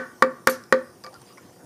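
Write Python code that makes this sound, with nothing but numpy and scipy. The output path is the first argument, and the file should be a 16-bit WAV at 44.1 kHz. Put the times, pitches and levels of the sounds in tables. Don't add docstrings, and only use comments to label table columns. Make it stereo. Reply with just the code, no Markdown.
import sys
import numpy as np
from scipy import signal
from scipy.fft import rfft, irfft
from scipy.io import wavfile
from scipy.ndimage import uniform_filter1d

SR = 44100
rng = np.random.default_rng(int(sys.argv[2]) if len(sys.argv) > 2 else 0)


def output_pcm(signal):
    pcm = np.clip(np.atleast_2d(signal).T, -1, 1) * 32767
    wavfile.write(sys.argv[1], SR, np.round(pcm).astype(np.int16))


def how_loud(loudness_db):
    steps = np.asarray(loudness_db, float) / 20
    return 10 ** steps


N = 72765
LEAD = 4096


def blow(grain, strength_db, deep_db, crack_db, tilt_db, boom_db):
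    # frequency in Hz, level in dB per Hz.
    crack_colour = [(1530, -9), (2600, -18.5), (3090, -16.5), (4700, -6.5), (9000, -11), (11300, -12),
                    (15200, -14), (17000, -53.5)]
    # frequency in Hz, level in dB per Hz.
    crunch_colour = [(1290, 3.5), (2200, -21.5), (2750, -32.5), (4530, -31.5), (10100, -43), (11600, -50),
                     (16000, -49.5)]
    boom_hz = [175, 242, 259]
    # level in dB, t60 in seconds.
    boom_modes = [(-34, 0.28), (-17, 0.25), (-20, 0.28)]
    scatter_db, swell_s = 2.5, 0.0019
    crack_hold_s, crack_t60_s, crack_rise_s = .0022, .011, .0005
    crunch_db, crunch_t60_s = 2, 0.078
    jolt_hz, jolt_db, jolt_t60_s = 103, -30, 0.065
    t = np.arange(SR // 2) / SR
    crack_tilted = [(f, db + tilt_db * np.log2(f / 5000)) for f, db in crack_colour]
    crunch_tilted = [(f, db + 2 * tilt_db * (f > 8000)) for f, db in crunch_colour]

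    def fracture():
        crack = coloured(rng.standard_normal(len(t)), crack_tilted)
        crack = crack * how_loud(-60 * np.maximum(t - crack_hold_s, 0) / crack_t60_s)
        crunch = coloured(grit(len(t), 12000, 1.6), crunch_tilted)
        crunch = crunch * how_loud(crunch_db - 60 * t / crunch_t60_s)
        return how_loud(crack_db) * np.minimum(t / crack_rise_s, 1) * (crack + crunch)

    swell = 1 - np.exp(-t / swell_s)
    low = signal.butter(2, jolt_hz, fs=SR, output="sos")

    def jolt():
        rumble = evened(signal.sosfilt(low, rng.standard_normal(len(t))))
        return how_loud(jolt_db - 60 * t / jolt_t60_s) * swell * rumble

    boom = how_loud(boom_db) * swell * ring(boom_hz, boom_modes, t, scatter_db / 2)
    bench = np.array([0 * t, boom + jolt(), 2 * jolt()]).T
    return how_loud(strength_db) * wood(deep_db, scatter_db, grain) + bench + noisy(fracture)


def wood(deep_db, scatter_db, grain):
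    knock_hz = [640, 750, 915, 1060, 1143, 1195, 1336, 1428, 1500, 1595, 1770, 1860, 2300, 2345]
    # level in dB, t60 in seconds.
    knock_modes = [(-35, 0.056), (-18.5, 0.098), (-13, 0.04), (-12.5, 0.02), (7.5, 0.05), (-11, 0.13),
                   (-13.5, 0.038), (6.5, 0.027), (1, 0.046), (7.5, 0.025), (11.5, 0.021), (8.5, 0.017),
                   (0.5, 0.068), (-25, 0.12)]
    deep_hz = [345, 425, 480, 564]
    # level in dB, t60 in seconds.
    deep_modes = [(-22, 0.31), (-8, 0.13), (5.5, 0.047), (-24.5, 0.38)]
    sing_hz = [521, 524]
    # level in dB, t60 in seconds.
    sing_modes = [(1, .23), (-13.5, 0.26)]
    # frequency in Hz, level in dB per Hz.
    thud_colour = [(300, 6), (640, -21), (1000, -15), (1500, -10), (1950, -2), (2150, -43), (2700, -42)]
    knock_rise_s, deep_rise_s, sing_rise_s = 0.0005, 0.0019, .004
    thud_db, thud_t60_s, apart_db = -2.5, 0.11, 2
    contact_s, rebound_s, rebound_share = 0.00032, 0.003245, 0.16
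    t = np.arange(SR // 2) / SR
    thud = how_loud(thud_db - 60 * t / thud_t60_s) * coloured(grain[0], thud_colour)
    knock = (1 - np.exp(-t / knock_rise_s)) * (ring(knock_hz, knock_modes, t, scatter_db) + thud)
    deep = (1 - np.exp(-t / deep_rise_s)) * ring(deep_hz, deep_modes, t, scatter_db / 2)
    sing = (1 - np.exp(-t / sing_rise_s)) * ring(sing_hz, sing_modes, t, scatter_db / 2)
    deep = how_loud(deep_db) * (deep + sing)
    apart = how_loud(apart_db - 60 * t / thud_t60_s) * np.minimum(t / deep_rise_s, 1)
    apart = apart * coloured(grain[1], thud_colour)

    def push(at_s):
        return np.exp(-((t[:400] - at_s) / (contact_s / 2)) ** 2)

    force = push(contact_s) + rebound_share * push(contact_s + rebound_s)
    force = force / push(contact_s).sum()
    body = signal.fftconvolve([knock, deep, apart], force[None], axes=1)
    return .5 * body[:, :len(t)].T


def rattle():
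    # frequency in Hz, level in dB per Hz.
    burst_colour = [(1470, -54), (2500, -6), (4560, -11.5), (5250, -13), (6200, -3.5), (10600, -6),
                    (11700, -1.5), (14800, -16), (16500, -54)]
    steel_hz = [4500, 5870, 6900, 8600, 9500, 11320, 11880, 12630]
    # level in dB, t60 in seconds.
    steel_modes = [(6.5, 0.054), (-9, 0.39), (-20, .15), (-5.5, 0.18), (-11.5, 0.31), (-7, 0.14),
                   (1.5, 0.088), (-14, 0.091)]
    burst_db, burst_t60_s, burst_rise_s, grains_per_s = -32.5, 0.16, 0.00087, 24000
    steel_db, hiss_db, hiss_hz, hiss_peak_s = -34.5, -45, 5460, 0.023
    t = np.arange(SR // 3) / SR
    u = t / hiss_peak_s

    def clatter():
        burst = coloured(grit(len(t), grains_per_s, 2.4), burst_colour)
        burst = burst * np.minimum(t / burst_rise_s, 1) * how_loud(burst_db - 60 * t / burst_t60_s)
        hiss = how_loud(hiss_db) * u * np.exp(1 - u) * band(len(t), hiss_hz, 3000)
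        return burst + hiss + how_loud(steel_db) * ring(steel_hz, steel_modes, t, 3.9)

    return noisy(clatter)


def tick(ring_db, hz, wood_db):
    # frequency in Hz, level in dB per Hz.
    click_colour = [(1500, -8), (5000, -3), (7000, -5), (12000, -13.5), (15000, -24)]
    steel_t60_s, click_t60_s, click_gain, rise_s = .028, .018, .9, 0.00008
    t = np.arange(SR // 2) / SR

    def touch():
        steel = sum(np.sin(2 * np.pi * hz * k * t) for k in rng.uniform(.94, 1.06, 3))
        steel = steel * how_loud(-60 * t / steel_t60_s)
        click = click_gain * coloured(rng.standard_normal(len(t)), click_colour)
        click = click * how_loud(-60 * t / click_t60_s)
        return how_loud(ring_db) * np.minimum(t / rise_s, 1) * (steel + click)

    knock = wood(-3.0, 1.5, rng.standard_normal((2, len(t))))
    return noisy(touch) + how_loud(wood_db) * knock


def tap(hz, t60_s, level_db):
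    t = np.arange(SR // 4) / SR
    return noisy(lambda: ring([hz], [(level_db, t60_s)], t, 1) * np.minimum(t / .001, 1))


def rub(length_s, hz, width_hz, level_db):
    used = round(length_s * SR)
    stroke = np.sin(np.pi * (np.arange(used) / used) ** 0.68)
    return noisy(lambda: how_loud(level_db) * stroke * evened(band(32768, hz, width_hz)[:used]))


def room(x):
    # frequency in Hz, t60 in seconds.
    decay = [(150, 0.9), (500, 0.46), (1300, 0.41), (2500, 0.34), (6000, 0.26), (12000, 0.13)]
    same = 0.74
    taps = np.zeros((2, SR))
    at = np.arange(200, SR - 20, 20) + rng.integers(0, 20, (2, (SR - 201) // 20))
    np.put_along_axis(taps, at, rng.choice([-1., 1.], at.shape), 1)
    taps[1] = same * taps[0] + np.sqrt(1 - same ** 2) * taps[1]
    hz, t, z = signal.stft(taps, SR, nperseg=256)
    z = z * how_loud(-60 * t / read(decay, hz)[:, None])
    tail = signal.istft(z, SR, nperseg=256)[1]
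    return signal.fftconvolve(x[None], tail / np.linalg.norm(tail[0]), axes=1)[:, :len(x)]


def hush():
    # frequency in Hz, level in dB per Hz.
    air_colour = [(24, -59), (40, -33), (124, -3), (438, -8.5), (473, -8), (3210, -8.5), (9240, -36),
                  (14900, -40), (16500, -59)]
    # frequency in Hz, width in Hz, gain in dB.
    port_bumps = [(3118, 4050, -30), (5300, 1630, 8), (8500, 5600, -5.5), (9350, 1280, 8.5)]
    # frequency in Hz, left-right likeness from 0 to 1.
    likeness = [(60, 0.47), (240, 0.96), (950, 0.05), (3770, 0.34), (15000, 0.051)]
    # frequency in Hz, level in dB rms.
    hum_tones = [(123.8, -68.5), (360.7, -61), (479.1, -65), (721.4, -69)]
    air_db, patch_db, hiss_edge_hz = -50, 2.9, 15250
    frames, hz = N // 256 + 5, np.fft.rfftfreq(1024, 1 / SR)
    a, b, c, d, patches = rng.standard_normal((frames, 513, 5)).T
    patches = evened(uniform_filter1d(uniform_filter1d(patches, 10, 0), 10, 1))
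    same = read(likeness, hz)[:, None]
    left = a + 1j * b
    z = np.array([left, same * left + np.sqrt(1 - same ** 2) * (c + 1j * d)])
    bumps_db = sum(db * np.exp(-((hz - f) / w) ** 2 * 2) for f, w, db in port_bumps)
    edges = np.minimum(hz / air_colour[0][0], 1) ** 2 / (1 + (hz / hiss_edge_hz) ** 90)
    z *= edges[:, None] * how_loud((read(air_colour, hz) + bumps_db)[:, None] + patch_db * patches)
    air = evened(signal.istft(z, nperseg=1024, noverlap=768)[1][:, :N])
    t = np.arange(N) / SR
    hum = sum(np.sqrt(2) * how_loud(db) * np.sin(2 * np.pi * (f * t + rng.random())) for f, db in hum_tones)
    return how_loud(air_db) * air + hum


def ring(hz, modes, t, scatter_db):
    db, t60_s = np.transpose(modes)[:, :, None]
    luck = rng.standard_normal((2, len(modes), 1))
    drift_hz = np.reshape(hz, (-1, 1)) * (1 + scatter_db / 1500 * luck[1])
    decay = how_loud(db + scatter_db * luck[0] - 60 * t / np.clip(t60_s, .01, .35))
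    return -(decay * np.sin(2 * np.pi * drift_hz * t)).sum(0)


def grit(size, per_s, spread_db):
    height = how_loud(spread_db * np.minimum(rng.exponential(1, size), 3.5))
    return height * rng.choice([-1, 1], size) * (rng.random(size) < per_s / SR)


def band(size, hz, width_hz):
    f = np.fft.rfftfreq(size, 1 / SR)
    response = 1 / (1 + 2j * (f - hz) / width_hz) ** 2
    return evened(irfft(rfft(grit(size, 17000, 2.1)) * response, size))


def coloured(x, points):
    hz = np.fft.rfftfreq(len(x), 1 / SR)
    inside = np.clip(hz / points[0][0] - .6, 0, 1) ** 2 * (hz < points[-1][0])
    return evened(irfft(rfft(x) * how_loud(read(points, hz)) * inside, len(x)))


def noisy(make):
    same = 0.69
    common = make()
    return np.array([common, 0 * common, np.sqrt(1 - same ** 2) * make()]).T


def evened(x):
    return x / np.sqrt(np.mean(x ** 2) + 1e-20)


def read(points, hz):
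    f, value = np.transpose(points)
    return np.interp(np.log(hz + 1), np.log(f + 1), value)


def add(mix, start_s, sound):
    part = mix[LEAD + round(start_s * SR):][:len(sound)]
    part += sound[:len(part)]


def scene():
    # start in seconds, strength in dB, deep ring in dB, crack in dB,
    # crack brightness in dB per octave, bench boom in dB.
    blow_rows = [
        (-.032, -8, -10.5, -21.5, -15, -13.5),
        (.2230, -4.5, -1.5, -22, -5, -4.5),
        (0.4716, -5.5, -2, -14.5, -1, -7.5),
        (0.7245, -7, 3.5, -20.5, -8, -6),
    ]
    # start in seconds, blade ring in dB, ring in Hz, wood knock in dB.
    tick_rows = [(.638, -49, 5500, -70), (1.0385, -43, 5000, -42), (1.045, -43, 4900, -46),
                 (1.0645, -47, 4500, -38), (1.130, -62, 4500, -52), (1.142, -49, 4800, -52),
                 (1.160, -62, 5000, -54), (1.197, -64, 5000, -58), (1.217, -54, 8400, -55),
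                 (1.290, -61, 4700, -58), (1.325, -59, 5000, -60), (1.374, -57, 5400, -54),
                 (1.381, -58, 5400, -53), (1.428, -68, 5000, -55), (1.462, -70, 5000, -58),
                 (1.497, -68, 5000, -57), (1.53, -66, 5300, -58), (1.562, -68, 4800, -56)]
    # start in seconds, mode in Hz, t60 in seconds.
    tap_rows = [(1.0385, 1650, .05), (1.045, 1180, .12), (1.045, 522, .2), (1.046, 2300, .06),
                (1.0645, 1180, .1), (1.0645, 522, .25), (1.0645, 2300, .08), (1.374, 2050, .04),
                (1.379, 2250, .04), (1.380, 1050, .04), (1.04, 760, .05), (1.0645, 690, .05),
                (1.066, 900, .04), (1.131, 800, .04)]
    tap_db = [-43, -37, -42.5, -44, -41, -45, -47.5, -44.5, -45, -44.5, -47, -39.5, -46, -45]
    # start in seconds, length in seconds, resonance in Hz, width in Hz.
    rub_rows = [(1.07, .025, 1180, 70), (1.047, .055, 5200, 3000), (1.138, .042, 1360, 120),
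                (1.12, .055, 5200, 2500), (1.195, .045, 9300, 1500), (1.255, .08, 4850, 200),
                (1.298, .06, 1185, 160), (1.265, .07, 2600, 3000), (1.322, .066, 5800, 220),
                (1.372, .04, 1350, 400), (1.03, .6, 3000, 2500), (1.04, .06, 900, 900),
                (1.213, .02, 950, 300), (1.212, .015, 4800, 3000)]
    rub_db = [-50, -61, -51, -65, -66, -60, -57, -61, -66, -56, -70, -52, -57, -61]
    rattle_s = .4962
    left_db, right_db, room_db, deep_room_db = 1, 3, -16, -11
    bench = np.zeros((LEAD + N, 3))
    grain = rng.standard_normal((2, SR // 2))
    for start_s, *how in blow_rows:
        add(bench, start_s, blow(grain, *how))
    add(bench, rattle_s, rattle())
    for start_s, *how in tick_rows:
        add(bench, start_s, tick(*how))
    for start_s, *how in np.column_stack([tap_rows, tap_db]):
        add(bench, start_s, tap(*how))
    for start_s, *how in np.column_stack([rub_rows, rub_db]):
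        add(bench, start_s, rub(*how))
    bright, deep, apart = bench.T
    near = (bright + deep) * how_loud([[left_db], [right_db]]) + apart * np.array([[1], [-1]]) / 2
    far = how_loud(room_db) * room(bright + how_loud(deep_room_db) * deep)
    return (near + far)[:, LEAD:] + hush()


def roll_off(x):
    return signal.sosfilt(signal.butter(12, 17160, fs=SR, output="sos"), x)


def record(dry):
    low_cut_hz, edge_hz, ceiling = 69, 16900, .95
    duck_from_db, duck_share, recover_db_per_s = -12.5, .3, 4.5
    low_cut = signal.butter(2, low_cut_hz, "high", fs=SR, output="sos")
    thin = signal.sosfilt(low_cut, dry)
    power = signal.lfilter(np.ones(200) / 200, 1, (thin ** 2).mean(0))
    power_db = 10 * np.log10(abs(power) + 1e-12)
    fall_db = np.arange(N) * recover_db_per_s / SR
    cut_db = duck_share * np.maximum(power_db - duck_from_db, 0)
    thin = thin / how_loud(np.maximum.accumulate(cut_db + fall_db) - fall_db)
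    soft = thin / (1 + abs(thin / ceiling) ** 4) ** (1 / 4)
    band_limit = signal.firwin(511, edge_hz, window=("kaiser", 9), fs=SR)
    return roll_off(signal.oaconvolve(soft, band_limit[None], "same"))


dry = scene()
out = record(dry)
output_pcm(out)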